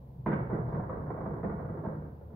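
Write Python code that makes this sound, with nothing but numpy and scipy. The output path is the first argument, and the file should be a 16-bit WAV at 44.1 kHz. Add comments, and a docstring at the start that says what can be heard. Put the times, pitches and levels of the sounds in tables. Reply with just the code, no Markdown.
"""A motor winds a steel roll-up door down in a metal garage, heard from a few metres inside.
First the drive hums and rumbles. With a knock and a thump the curtain of slats jerks free and
crashes, and its bottom bar clangs. Then the slats knock and rattle in their guides while the
whole sheet booms, with a faint scrape and a few squeaks. Near the end the rattle dies away
and the hall rings with it."""
import sys
import numpy as np
from scipy import signal
from scipy.fft import rfft, irfft
from scipy.io import wavfile
from scipy.ndimage import uniform_filter1d

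SR = 44100
rng = np.random.default_rng(int(sys.argv[2]) if len(sys.argv) > 2 else 0)


def waveform_to_disk(signal):
    """Save audio, clipped to [-1, 1], as 16-bit WAV at the path in sys.argv[1]."""
    frames = np.transpose(np.atleast_2d(signal))
    scaled = np.clip(frames, -1, 1) * 32767
    samples = np.round(scaled).astype(np.int16)
    wavfile.write(sys.argv[1], SR, samples)


N = 103635

# hum of the motor: t/s, f/Hz, level/dB
MOTOR_HUM = [(0, 131.2, -54), (.17, 129.6, -50), (.26, 126.7, -47.5), (.7, 120, -45), (1.0, 149.3, -44.5),
             (1.5, 154, -52.5), (2.0, 151.4, -46), (2.15, 150.2, -50), (2.35, 147.5, -80)]
# how hard the moving curtain shakes: t/s, relative rattle level/dB, relative rumble level/dB
SHAKING = [(0, -46.5, -14.5), (.26, -41, -6), (.285, -4.5, -4.5), (.46, 0.5, 2), (.55, 6, 1.5), (.68, 2, 5),
           (.8, 2, 0.5), (1.03, -1, 1), (1.2, 4, -2), (1.55, -0.5, 2), (1.75, -4, -0.5), (1.87, -2, 0.5),
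           (2.08, -10.5, -4), (2.16, -21, -6), (2.35, -28.5, -11)]
# tone colour (how strong each frequency is) of the rumbling drum: f/Hz, relative level/dB
RUMBLE_COLOUR = [(20, -22), (32, -18), (52, -1.5), (59, -8.5), (73, -4.5), (90, -2.5), (120, 1.5),
                 (160, -0.5), (230, -13), (400, -25.5), (900, -42.5), (4000, -83)]
# tone colour of the whirring gears: f/Hz, relative level/dB
WHIRR_COLOUR = [(60, -9.5), (200, 8.5), (380, 1), (500, 5.5), (620, 0), (1000, -3), (1300, -20.5),
                (2000, -27.5), (2800, -36.5), (16000, -73.5)]
# slats knocking against the guides: t/s, relative level/dB
KNOCKS = [(0.182, -23), (.263, 1), (0.28, 5), (0.31, 3), (.324, 3.5), (.357, -0.5), (.388, 0), (.42, -4),
          (.497, 2), (.512, -1), (.529, 4), (.546, -2), (.572, -5.5), (.612, -8), (.659, -7), (.678, -8.5),
          (.722, 1.5), (.744, 2), (.763, -2.5), (.795, -1), (0.894, 2.5), (.925, 0.5), (.958, -4),
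          (.985, -8), (1.064, -3), (1.101, 2.5), (1.138, -5), (1.172, -1.5), (1.202, -3), (1.253, 1.5),
          (1.301, -6), (1.358, -8.5), (1.43, 5), (1.439, 0.5), (1.494, 2), (1.518, -5), (1.579, -3.5),
          (1.596, -3), (1.646, -4), (1.686, -4), (1.771, -2.5), (1.834, -3.5), (1.846, -4.5), (1.857, 0.5),
          (1.873, -8), (1.945, -8), (2.018, -7.5), (2.046, -10.5), (2.21, -12.5), (2.302, -13.5),
          (2.324, -13)]
# tone colour of a knock: f/Hz, relative level/dB
KNOCK_COLOUR = [(60, -29.5), (130, -0.5), (200, 4.5), (280, 0), (480, 0.5), (700, -2), (950, -3.5),
                (1400, -12), (1800, -19), (2250, -27.5), (2750, -49), (3700, -50), (4800, -63),
                (16000, -80.5)]
# tones at which the steel slats ring: f/Hz, width/Hz, relative level/dB
SLAT_TONES = [(333, 16, -2), (415, 14, -2), (472, 22, -3), (548, 20, -5), (653, 22, -2), (741, 22, -5),
              (917, 30, -3), (1090, 26, -6), (1392, 40, -4), (1581, 36, -4), (1935, 50, -8), (2259, 24, -4)]
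# thumps of the bending sheet: t/s, relative level/dB, main tone f/Hz
THUMPS = [(0.184, -4.5, 139.6), (0.265, 1.5, 155.5), (0.284, 6, 157.4), (0.318, 8.5, 150.2),
          (0.358, 3, 162.9), (0.405, -1, 133), (0.517, 1, 162), (0.574, -4.5, 124.6), (.625, -3.5, 130),
          (0.663, -3.5, 119.9), (.722, 2, 150.8), (.750, 4.5, 150.8), (.776, 0.5, 153),
          (0.813, -3.5, 153.5), (0.896, -1, 146.8), (0.959, -6, 161.6), (1.136, -8, 155.7),
          (1.254, 1.5, 155.7), (1.304, -4, 153.6), (1.448, -1.5, 153.1), (1.505, 1.5, 160),
          (1.525, 0.5, 158), (1.604, -5.5, 150.8), (1.688, -2, 169.3), (1.716, -5.5, 163.5),
          (1.782, -5, 159.5), (1.855, -1, 164.2), (1.878, -7.5, 155), (1.95, -2.5, 155.2),
          (2.017, -10, 157.2), (2.326, -6.5, 144.7)]
# tones of the sheet: ratio to the main tone, time to fade by 60 dB/s, relative level/dB
SHEET_TONES = [(0.482, 0.28, -22), (.79, 0.12, -8.5), (1, 0.13, 2.5), (1.3, 0.18, -4.5)]
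# the bottom bar hitting the guides: t/s, relative level/dB, contact time/s
CLANGS = [(0.2611, -2, .0004), (.526, -5.5, 0.0013), (1.849, -8, 0.0011)]
# tones of the bottom bar: f/Hz, time to fade by 60 dB/s, relative level/dB
BAR_TONES = [(206, 0.28, -1), (337, 0.22, -5), (463.8, 0.24, -6.5), (654, 0.14, -6.5), (900.5, 0.063, 2),
             (985, 0.044, -1)]
# blows as the curtain jerks free: t/s, relative level/dB
JERK_BLOWS = [(.2615, 1.5), (.277, -1.5), (.300, -5.5), (.317, -1.5), (.329, 1.5)]
# tone colour of that crash: f/Hz, relative level/dB
CRASH_COLOUR = [(60, -32), (300, 4), (600, -3), (950, -1), (1300, -6), (1700, -8.5), (2050, -12.5),
                (2400, -21.5), (2800, -29), (3900, -36.5), (4600, -50.5), (16000, -79)]
# tone colour of the rattling slats: f/Hz, relative level/dB
RATTLE_COLOUR = [(60, -15.5), (130, 3), (200, 10.5), (280, 6), (480, 6.5), (700, -2.5), (1000, 0),
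                 (1400, -11.5), (1800, -16.5), (2250, -26.5), (2750, -70.5), (3700, -55.5), (5000, -60),
                 (16000, -75.5)]
# a slat scraping in its guide: t/s, level/dB
SCRAPE_LEVELS = [(.6, -125), (.68, -86), (.77, -84), (.84, -110), (1.05, -99.5), (1.3, -100.5), (1.4, -120)]
# tone colour of the scrape: f/Hz, relative level/dB
SCRAPE_COLOUR = [(2000, -29), (3300, 3), (3900, 2.5), (4400, -6), (5500, -1), (7500, -25), (16000, -24.5)]
# squeaks of the curtain: middle t/s, half length/s, f/Hz, level before the echoes/dB
SQUEAKS = [(1.05, .07, 3900, -104), (1.26, .1, 3840, -99), (2.22, .08, 1787, -89.5)]
# stereo width, what differs between the ears against what they share: f/Hz, relative level/dB
STEREO_WIDTH = [(30, -14), (70, -18), (150, -20), (260, -11.5), (500, -6), (1000, 2.5), (16000, 1.5)]
# tone colour of the steady hiss: f/Hz, relative level/dB
HISS_COLOUR = [(1000, 2), (3800, -3), (5000, -6), (7000, -11.5), (8800, -13), (10500, -7), (12000, -1),
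               (15500, -1.5)]

PLACES = 6  # spots on the curtain that knock and rattle
FILTER_SIZE, ECHO_SIZE = 8192, 32768  # samples


def undb(db):
    """Turn decibels into a factor to multiply by."""
    return 10 ** (np.asarray(db) / 20)


def level(x, db):
    """Scale a sound to an average (rms) level."""
    return x * undb(db) / np.sqrt(np.mean(x ** 2))


def fade(t, t60):
    """A fade that falls by 60 dB every t60 seconds."""
    return np.exp(-np.log(1000) * t / t60)


def pan(x, right_db):
    """Make the right side right_db louder than the left."""
    return x * undb(np.array([[-right_db], [right_db]]) / 2)


def curve(table, column):
    """One column of a table, joined by straight lines in time."""
    rows = np.array(table)
    return np.interp(np.arange(N) / SR, rows[:, 0], rows[:, column])


def gains(points):
    """Join (Hz, dB) points into a gain for every frequency of a filter."""
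    hz, db = np.array(points).T
    filter_hz = np.arange(FILTER_SIZE // 2 + 1) * SR / FILTER_SIZE
    return undb(np.interp(np.log(filter_hz + 1), np.log(hz), db))


def convolve(x, response):
    """Play a sound through a filter or room, given its response to one click."""
    return signal.fftconvolve(np.atleast_2d(x), np.atleast_2d(response), axes=-1)[:, :x.shape[-1]]


def shape(x, gain):
    """Filter with the given gains, ringing only after a sound and never before it."""
    one_sided = np.r_[1, np.full(FILTER_SIZE // 2 - 1, 2), np.zeros(FILTER_SIZE // 2)]
    log_spectrum = rfft(irfft(np.log(gain)) * one_sided)
    return convolve(x, irfft(np.exp(log_spectrum)))


def colour(x, points):
    """Give a sound a tone colour of (Hz, dB) points."""
    return shape(x, gains(points))


def wander(rate_hz):
    """A smooth random wobble, about 1 in size."""
    step = int(SR / rate_hz)
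    held = np.repeat(rng.standard_normal(200), step)[:N]
    return level(uniform_filter1d(uniform_filter1d(held, step), step), 0)


def wide_noise(size=N):
    """Stereo noise, alike at both ears in the bass and different in the treble."""
    width = gains(STEREO_WIDTH)
    mid, side = (shape(rng.standard_normal(size), share / np.hypot(1, width)) for share in (1, width))
    return np.vstack([mid + side, mid - side])


def hall(splits_hz=(1200, 2700), t60s=(0.63, 0.76, 0.58), build_s=0.0015, early_db=3.5, early_s=0.013):
    """Echoes of the metal garage: strong first echoes, then a tail whose top band dies first."""
    t, noise = np.arange(ECHO_SIZE) / SR, rfft(wide_noise(ECHO_SIZE))
    band = np.digitize(np.arange(noise.shape[1]) * SR / ECHO_SIZE, splits_hz)
    tail = sum(irfft(noise * (band == k)) * fade(t, t60) for k, t60 in enumerate(t60s))
    build_up = 1 - np.exp(-t / build_s)
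    early = 1 + undb(early_db) * np.exp(-t / early_s)  # off the door and the nearest wall
    return level(tail * build_up * early, 0) / np.sqrt(ECHO_SIZE)


def drive(shaft_db=-54, waver_db=-2.5):
    """The drum rumbles, the gears whirr, and the motor hums over a shaft tone an octave below."""
    hum_hz = curve(MOTOR_HUM, 1) * (1 + 0.014 * wander(14.49))
    shaft_angle = np.pi * np.cumsum(hum_hz) / SR
    hum = undb(curve(MOTOR_HUM, 2) + waver_db * wander(4.3)) * np.sin(2 * shaft_angle)
    shaft = undb(shaft_db + waver_db * wander(27)) * np.sin(shaft_angle)
    drum = level(colour(wide_noise(), RUMBLE_COLOUR) * undb(curve(SHAKING, 2)), db=-42.5)
    gears = level(colour(wide_noise(), WHIRR_COLOUR), db=-58.5)
    return np.sqrt(2) * (hum + shaft) + drum + gears


def blows(rows, chatter_s, click, chatter_db=-5, rise_s=0.0017):
    """The force of each blow: a click, then a short chatter of the slats next to it."""
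    force, t = np.zeros(N), np.arange(SR // 5) / SR
    chatter_size = undb(chatter_db) * np.exp(-t / chatter_s) * (1 - np.exp(-t / rise_s))
    for at, db in rows:
        blow = chatter_size * rng.standard_normal(len(t))
        blow[0] += click
        cutoff_hz = np.clip(3000 * undb(db) ** 0.93, 500, SR / 4)  # gentle blows are duller
        blow = signal.lfilter(*signal.butter(1, cutoff_hz, fs=SR), blow)
        start = int(at * SR)
        force[start:start + len(t)] += undb(db) * blow[:N - start]
    return force


def slats(force, tone_colour, detune=0.024, hall_db=6):
    """Blows make the slats ring into the hall, at slightly different pitches for each spot."""
    shifts = 1 + detune * rng.standard_normal(len(SLAT_TONES))
    ring = sum(undb(db) * signal.lfilter(*signal.iirpeak(hz * shift, hz / width, SR), force)
               for (hz, width, db), shift in zip(SLAT_TONES, shifts))
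    direct = colour(force + ring, tone_colour)
    return pan(direct + undb(hall_db) * convolve(direct, hall()), right_db=2.5)


def knocks():
    """Slats knock against the guides, at several spots in turn."""
    forces = (blows(KNOCKS[k::PLACES], chatter_s=0.009, click=0.21) for k in range(PLACES))
    return level(sum(slats(force, KNOCK_COLOUR) for force in forces), db=-41.5)


def sheet_boom(push_s=0.0072):
    """The whole sheet bends and booms at a pitch that depends on where it is pushed."""
    out, t = np.zeros(N), np.arange(SR // 2) / SR
    swell = (1 - np.exp(-t / push_s)) ** 2
    for at, db, hz in THUMPS:
        ring = sum(undb(tone_db) * np.sin(2 * np.pi * hz * ratio * t) * fade(t, t60)
                   for ratio, t60, tone_db in SHEET_TONES)
        start = int(at * SR)
        out[start:start + len(t)] += undb(db) * (ring * swell)[:N - start]
    return level(out, db=-41)


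def bar_clangs(gain_db=-27, attack_s=0.001, hall_db=-7):
    """The bottom bar hits the guides and clangs; a longer contact leaves only its low, hollow tones."""
    out = 0
    for at, db, contact_s in CLANGS:
        t = np.maximum(np.arange(N) / SR - at, 0)
        attack = 1 - np.exp(-t / attack_s)
        for hz, t60, tone_db in BAR_TONES:
            size = undb(gain_db + db + tone_db) / (1 + (hz * contact_s) ** 6)
            out = out + size * np.sin(2 * np.pi * hz * t) * fade(t, t60) * attack
    return pan(out + undb(hall_db) * convolve(out, hall()), right_db=3)


def jerk():
    """The slack curtain pulls tight with a crash, harder and brighter than the knocks."""
    force = blows(JERK_BLOWS, chatter_s=0.0048, click=0.26)
    return level(slats(force, CRASH_COLOUR), db=-47.5)


def rattle(hits_per_s=260, spread_db=6.5):
    """Many small, uneven taps as the slats slide and hinge at several spots on the curtain."""
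    out, shaking = 0, undb(curve(SHAKING, 1))
    for _ in range(PLACES):
        hits = rng.random(N) < hits_per_s / PLACES / SR
        sizes = undb(spread_db * np.clip(rng.standard_normal(N), -2, 2))
        directions = np.sign(rng.random(N) - .5)
        out = out + slats(hits * sizes * directions * shaking, RATTLE_COLOUR)
    return level(out, db=-44.5)


def scrape():
    """The curtain's edge rubs in its guide with a thin, faint noise."""
    rubbing = level(colour(rng.standard_normal((2, N)), SCRAPE_COLOUR), 0)
    return rubbing * undb(curve(SCRAPE_LEVELS, 1))


def squeaks(waver=0.006):
    """The moving curtain squeaks faintly: thin, wavering tones swell and fade in the hall."""
    tones, t = 0, np.arange(N) / SR
    for at, half_s, hz, db in SQUEAKS:
        swell = undb(db) * np.exp(-((t - at) / half_s) ** 2)
        pitch_hz = hz * (1 + waver * wander(60))
        tones = tones + swell * np.sin(2 * np.pi * np.cumsum(pitch_hz) / SR)
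    return convolve(tones, hall())


def scene():
    """The drive and all the parts of the door sound together in the garage."""
    return drive() + knocks() + sheet_boom() + bar_clangs() + jerk() + rattle() + scrape() + squeaks()


def record(dry, top_hz=15700):
    """The phone's microphone adds a faint hiss and cuts the highest treble."""
    hiss = level(colour(rng.standard_normal((2, N)), HISS_COLOUR), db=-77.5)
    treble_cut = signal.ellip(10, .2, 80, top_hz, fs=SR, output="sos")
    return signal.sosfilt(treble_cut, dry + pan(hiss, right_db=-1.5))


dry = scene()
out = record(dry)
waveform_to_disk(out)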